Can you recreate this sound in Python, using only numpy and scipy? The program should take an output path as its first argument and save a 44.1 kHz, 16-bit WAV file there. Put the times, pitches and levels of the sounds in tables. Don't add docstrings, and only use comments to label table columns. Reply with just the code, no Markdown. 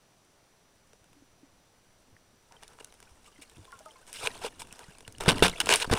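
import sys
import numpy as np
from scipy import signal
from scipy.fft import rfft, irfft, next_fast_len
from scipy.io import wavfile
from scipy.ndimage import uniform_filter1d, map_coordinates

SR = 44100
rng = np.random.default_rng(int(sys.argv[2]) if len(sys.argv) > 2 else 0)


def field_ratio(decibels):
    return 10 ** (np.asarray(decibels, dtype=float) / 20)


def to_wav(s):
    ch = np.atleast_2d(s).T
    pcm = np.round(np.clip(ch, -1, 1) * 32767)
    wavfile.write(sys.argv[1], SR, pcm.astype(np.int16))


N = 263718

# (t/s, strength/dB)
HANDLING = [(2.4, -96), (2.53, -83), (2.6, -75.5), (2.7, -71.5), (2.88, -74.5), (3.05, -72), (3.18, -76.5),
            (3.45, -71), (3.78, -69), (4.03, -71.5), (4.3, -57), (4.37, -55.5), (4.52, -67), (4.81, -63),
            (5.0, -70), (5.23, -71.5), (5.4, -47), (5.56, -54), (5.64, -49), (5.89, -58.5), (5.96, -40)]
# (t/s, level/dB, f/Hz, time to fade by 60 dB/s)
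SHOVES_AND_RINGING = [(2.127, -51, 101, 0.13), (3.115, -48.5, 70, 0.13), (3.57, -44, 128, 0.055),
                      (3.581, -46.5, 323, 0.085), (3.592, -42, 100, 0.12), (4.885, -41, 145, 0.053),
                      (5.081, -40.5, 108, 0.087), (5.28, -10.5, 175, 0.049), (5.28, -12.5, 420, 0.03),
                      (5.437, -22, 189.6, 0.19), (5.3, -26.5, 205, 0.07), (5.424, -0.5, 450, 0.012),
                      (5.427, -22, 71, 0.13), (5.877, -19.5, 203, 0.0079), (5.9124, -8, 95, 0.018),
                      (5.929, -10, 480, 0.013)]


def unit(x):
    return x / np.sqrt(np.mean(x ** 2) + 1e-20)


def curves(rows):
    s, *cols = np.transpose(rows)
    return [np.interp(np.arange(N) / SR, s, c) for c in cols]


def filtered(x, response):
    m = next_fast_len(N + SR // 4)
    hz = np.fft.rfftfreq(m, 1 / SR)
    return irfft(rfft(x, m) * response(hz), m)[:N]


def coloured(spectrum):
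    f, db = np.transpose(spectrum)

    def response(hz):
        return field_ratio(np.interp(np.log(hz + 1), np.log(f), db))
    return unit(filtered(rng.standard_normal(N), response))


def patchy(depth_db):
    z = signal.stft(rng.standard_normal(N), nperseg=256)[2]
    field = uniform_filter1d(rng.standard_normal(z.shape), size=4, axis=0)
    field = uniform_filter1d(field, size=3, axis=1)
    return unit(signal.istft(z * field_ratio(depth_db * unit(field)), nperseg=256)[1][:N])


def jolts(rate, spread_db, last):
    kicks = (rng.random(N) < rate / SR) * field_ratio(spread_db * rng.standard_normal(N))
    t = np.arange(SR // 40) / SR
    jolt = t / last * np.exp(-t / last)
    return unit(signal.fftconvolve(kicks, jolt)[:N])


def ring(force, modes, blows=0):
    def response(f):
        h = 0
        for k, (centre, width, db) in enumerate(modes):
            resonance = 1j * f * width / (centre * centre - f * f + 1j * f * width)
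            h = h + (-1) ** k * field_ratio(db) * resonance
        h = h / (1 + 1j * f / modes[-1][0]) ** 2
        return h / np.sqrt(np.mean(abs(h) ** 2))
    return filtered(force * patchy(depth_db=3.3) + blows, response)


def damped(rows, attack, glide, waver):
    out, t = np.zeros(N + SR), np.arange(SR // 4) / SR
    knots = rng.standard_normal((len(rows), 2, 24))
    for (s, db, hz, t60), wander in zip(rows, knots):
        turn, swell = (waver * map_coordinates(v - v[0], [t * 80]) for v in wander)
        phase = 2 * np.pi * hz * t * (1 + glide * t / t60) + turn
        tone = np.sin(phase) * (1 - np.exp(-t * hz / attack))
        out[round(s * SR):][:len(t)] += field_ratio(db - 60 * t / t60 + 2 * swell) * tone
    return out[:N]


def microphone_hiss():
    # (f/Hz, relative level per Hz/dB)
    hiss = [(20, -32), (58, -40), (128, -3.5), (224, -7), (616, -4.5), (2440, -13.5), (5500, -15),
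            (6700, -17.5), (10500, -19), (11600, -33), (13000, -23), (15600, -28), (16200, -44)]
    return field_ratio(-66) * coloured(hiss)


def electronic_whine():
    # (f/Hz, rms level/dB)
    hz, db = (5880, -78)
    return np.sqrt(2) * field_ratio(db) * np.sin(2 * np.pi * hz * np.arange(N) / SR)


def surge():
    # (t/s, flow/dB)
    flow = [(0, -89), (0.9, -76), (1.15, -75), (1.32, -77), (1.9, -75), (2.11, -72), (2.41, -78),
            (2.75, -68.5), (4.05, -74), (4.3, -54), (4.56, -63), (4.68, -56), (4.83, -71), (5.15, -60.5),
            (5.36, -33.5), (5.56, -54.5), (5.73, -41.5), (5.84, -63), (5.98, -53)]
    # (f/Hz, relative level per Hz/dB)
    swell = [(15, 2.5), (45, -4), (80, -10), (130, -55), (300, -90)]
    # (f/Hz, width/Hz, relative level/dB)
    air = [(107, 58, -4), (166, 51, 0.5), (283, 380, -3)]
    wake_db, wake_rise_s, wake_t60_s = -18, 0.0053, 0.11
    sway_s, sway_db, sway_power = 0.17, -15.5, 0.73
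    still_boom_db = -73.5
    t, push = np.arange(N) / SR, field_ratio(curves(flow)[0])
    for s, db, *_ in SHOVES_AND_RINGING:
        since = np.clip(t - s, 0, None)
        rise = 1 - np.exp(-since / wake_rise_s)
        push = push + field_ratio(db + wake_db - 60 * since / wake_t60_s) * rise
    sway = abs(uniform_filter1d(push, round(sway_s * SR))) ** sway_power
    boom = np.hypot(push, field_ratio(still_boom_db)) * unit(ring(1, air))
    return field_ratio(sway_db) * sway * coloured(swell) + boom


def fizz():
    pips_per_s, middle_hz, fade_cycles = 60, 3000, 70
    loudest_db, spread_db = 19, 12
    when, pitch, size = rng.random((round(pips_per_s * N / SR), 3)).T
    s = when * N / SR
    db = np.interp(s, *np.transpose(HANDLING)) + loudest_db - spread_db * size
    hz = middle_hz * 2 ** (2 * pitch - 1)
    return list(zip(s, db, hz, fade_cycles / hz))


def bubbles_and_pings():
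    # (t/s, level/dB, f/Hz, time to fade by 60 dB/s)
    rings = [(1.165, -55, 289, 0.22), (1.115, -52, 170, 0.047), (1.222, -47.5, 282, 0.052),
             (1.431, -46.5, 289, 0.089), (2.166, -45, 1870, 0.012), (2.51, -54, 950, 0.13),
             (2.566, -50, 3180, 0.04), (3.275, -54.5, 1205, 0.11), (3.36, -52, 2100, 0.024),
             (3.425, -54, 2850, 0.096), (3.909, -44.5, 3170, 0.02), (5.050, -44.5, 2910, 0.031),
             (5.150, -42.5, 2975, 0.012), (2.81, -43.5, 423, 0.044), (3.388, -46.5, 290, 0.065),
             (3.678, -51.5, 1045, 0.22), (3.726, -44, 1107, 0.14), (3.726, -42, 1423, 0.1),
             (3.806, -45, 660, 0.054), (3.860, -44, 650, 0.12), (3.860, -40.5, 1280, 0.08),
             (3.868, -50, 897, 0.23), (3.81, -53, 816, 0.11), (3.727, -51, 2010, 0.033),
             (3.958, -51.5, 1060, 0.13), (4.446, -26.5, 467, 0.074), (4.618, -34.5, 950, 0.037)]
    return damped(rings + fizz(), attack=0.22, glide=-0.07, waver=0.3)


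def shoves_and_ringing():
    return damped(SHOVES_AND_RINGING, attack=0.02, glide=-0.1, waver=0)


def colour(base_db, db, bright_db):
    bright_share = [-0.92, 0.21, 0.53, 0.73]
    middling_db = -42
    loss = np.array([[0], [0], [0.2], [0.31]])
    shared = np.array(base_db) + np.array(bright_share) * bright_db
    return shared[:, None] - loss * (db - middling_db)


def faint_tick_power():
    power = np.zeros((4, N))
    power[2] = field_ratio(2 * -82) * jolts(35, spread_db=2, last=.002) ** 2
    return power


def handling_power():
    base_db = [1.5, -2.5, -6.5, -21.5]
    t = np.arange(N) / SR
    strength_db, = curves(HANDLING)
    drag = (t > HANDLING[0][0]) * (1 + .55 * jolts(110, spread_db=3, last=.0015))
    return field_ratio(2 * (strength_db + colour(base_db, strength_db, 0))) * drag ** 2


def stroke_power():
    # (t/s, length/ms, strength at start/dB, strength at end/dB, brightness/dB)
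    strokes = [(2.509, 58, -70.5, -70, -12.5), (2.621, 27, -59.5, -64, -3), (2.685, 68, -68, -70, -10.5),
               (2.797, 14.7, -48.5, -56, -2.5), (3.251, 33, -65.5, -63, 3), (3.413, 23, -53, -60, 7),
               (4.073, 70, -54.5, -66, 3), (4.137, 85, -48, -52.5, 8.5), (4.204, 34, -49, -38, -1.5),
               (4.235, 37, -38.5, -37.5, 2), (4.272, 21, -36, -55, -4), (4.414, 36, -49, -40, -2),
               (4.449, 36, -35.5, -51, -1.5), (4.593, 37, -50.5, -58, 12.5), (4.799, 36, -54, -61.5, -8),
               (5.201, 58, -41, -50.5, -2.5), (5.256, 25, -39, -37, -10.5), (5.2797, 21.3, -19, -21.5, 1),
               (5.308, 22.5, -37, -36.5, -4), (5.335, 47, -49, -46, -6.5), (5.4235, 44.6, -21, -25, 2),
               (5.4705, 29.6, -35, -47, -1), (5.6023, 12.3, -36, -28, 6.5), (5.655, 62, -46.5, -30, 1),
               (5.697, 53.6, -25, -24, 0.5), (5.757, 44, -34.5, -42, 5.5), (5.799, 32, -35, -30.5, 3.5),
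               (5.8427, 9.2, -28.5, -43, -6), (5.897, 11, -38, -54, -13.5), (5.9119, 26.8, -29, -29, -3.5)]
    base_db = [-0.5, 0, -5.5, -14]
    t, power = np.arange(N) / SR, np.zeros((4, N))
    for start, ms, first_db, last_db, bright_db in strokes:
        end = start + ms / 1000
        k = slice(round(start * SR), min(round(end * SR) + 400, N))
        db = np.interp(t[k], [start, end], [first_db, last_db])
        db -= 3000 * np.clip(t[k] - end, 0, None)
        db -= 15 * np.exp((start - t[k]) / .001)
        power[:, k] += field_ratio(2 * (db + colour(base_db, (first_db + last_db) / 2, bright_db)))
    return power * unit(1 + .4 * jolts(500, spread_db=2.5, last=.0007)) ** 2


def tick_force():
    # (t/s, strength/dB, brightness/dB)
    ticks = [(0.932, -44.5, -7), (1.042, -50.5, -9), (1.1304, -47.5, -9), (2.5221, -41, -6),
             (2.627, -37, -5), (2.6332, -34, 0), (2.679, -43.5, 14.5), (2.7872, -42.5, -13),
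             (2.8453, -37, 14), (2.9239, -42, -5.5), (2.94, -48, -2), (3.002, -38, -1), (3.0269, -40.5, 0),
             (3.497, -44, 1), (3.6524, -41, -3), (3.72, -41.5, 1), (3.7905, -46, 9), (3.858, -46.5, 7),
             (4.067, -49, 12), (4.129, -33.5, 11), (4.2721, -11.5, -2), (4.3773, -37.5, 0),
             (4.606, -34, -5), (4.6189, -29.5, 3), (4.671, -39.5, -5), (4.726, -35, 10), (4.7578, -42, -3),
             (4.792, -31.5, -2), (4.984, -39, -2), (5.006, -37, -7), (5.078, -28, -2), (5.124, -54, 29),
             (5.183, -38.5, 3), (5.2073, -27, 8.5), (5.2363, -24, -6), (5.2599, -21.5, -15),
             (5.2892, -2, 0), (5.3075, -10, -3), (5.318, -15.5, -1), (5.382, -23.5, -1), (5.393, -28, 0),
             (5.4245, -3, -8.5), (5.4382, -11, -4), (5.4468, -10, -11), (5.451, -20, -7), (5.464, -24, -3),
             (5.4812, -13.5, 1.5), (5.4965, -19.5, 3), (5.6021, -6.5, 7), (5.6588, -24, 10),
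             (5.67, -16.5, -5), (5.6908, -3.5, -1), (5.7246, -4, -1.5), (5.738, -6.5, 16),
             (5.758, -15.5, 22.5), (5.8, -21, 1), (5.898, -28, -17.5), (5.9283, -14.5, -8),
             (5.9356, -14.5, 11.5)]
    base_db = [-17, -13.5, -9, -32]
    blow_db = 17
    u = np.arange(SR // 50) / SR / 0.00086
    burst = (u * np.exp(1 - u)) ** 2
    power, blows = np.zeros((4, N)), np.zeros((4, N))
    sides = rng.choice([-1, 1], len(ticks))
    for (s, db, bright_db), side in zip(ticks, sides):
        k = round((s - .0004) * SR)
        shared_db = db + colour(base_db, db, bright_db)
        power[:, k:k + len(u)] += field_ratio(2 * shared_db) * burst
        blows[:2, round(s * SR)] = side * field_ratio(blow_db + shared_db[:2, 0])
    return power, blows


def contacts():
    # (f/Hz, width/Hz, relative level/dB)
    case = [(343, 160, -7), (450, 64, 3), (700, 190, -1), (950, 152, 3), (1447, 435, -0.5)]
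    shell = [(1540, 125, 5.6), (2306, 430, 6.8), (2850, 233, 12.2), (3496, 570, 8.93), (5030, 2360, 1.6)]
    rasp = [(5290, 840, -1), (6870, 1600, -0.5), (8540, 1500, 3), (10230, 1620, -0.5), (14370, 1000, -8)]
    squeak = [(8350, 350, 0)]
    grit, blows = tick_force()
    power = faint_tick_power() + handling_power() + stroke_power() + grit
    groups = zip(power, blows, (case, shell, rasp, squeak))
    return sum(ring(np.sqrt(abs(p)), modes, b) for p, b, modes in groups)


def scene():
    return (surge() + bubbles_and_pings() + shoves_and_ringing() + contacts())[None]


def top_cut(x):
    return signal.sosfilt(signal.butter(12, 16820, fs=SR, output="sos"), x)


def record(dry):
    wet = dry + microphone_hiss() + electronic_whine()
    clipped = wet / (1 + abs(wet / .74) ** 6) ** (1 / 6)
    return top_cut(clipped)


dry = scene()
out = record(dry)
to_wav(out)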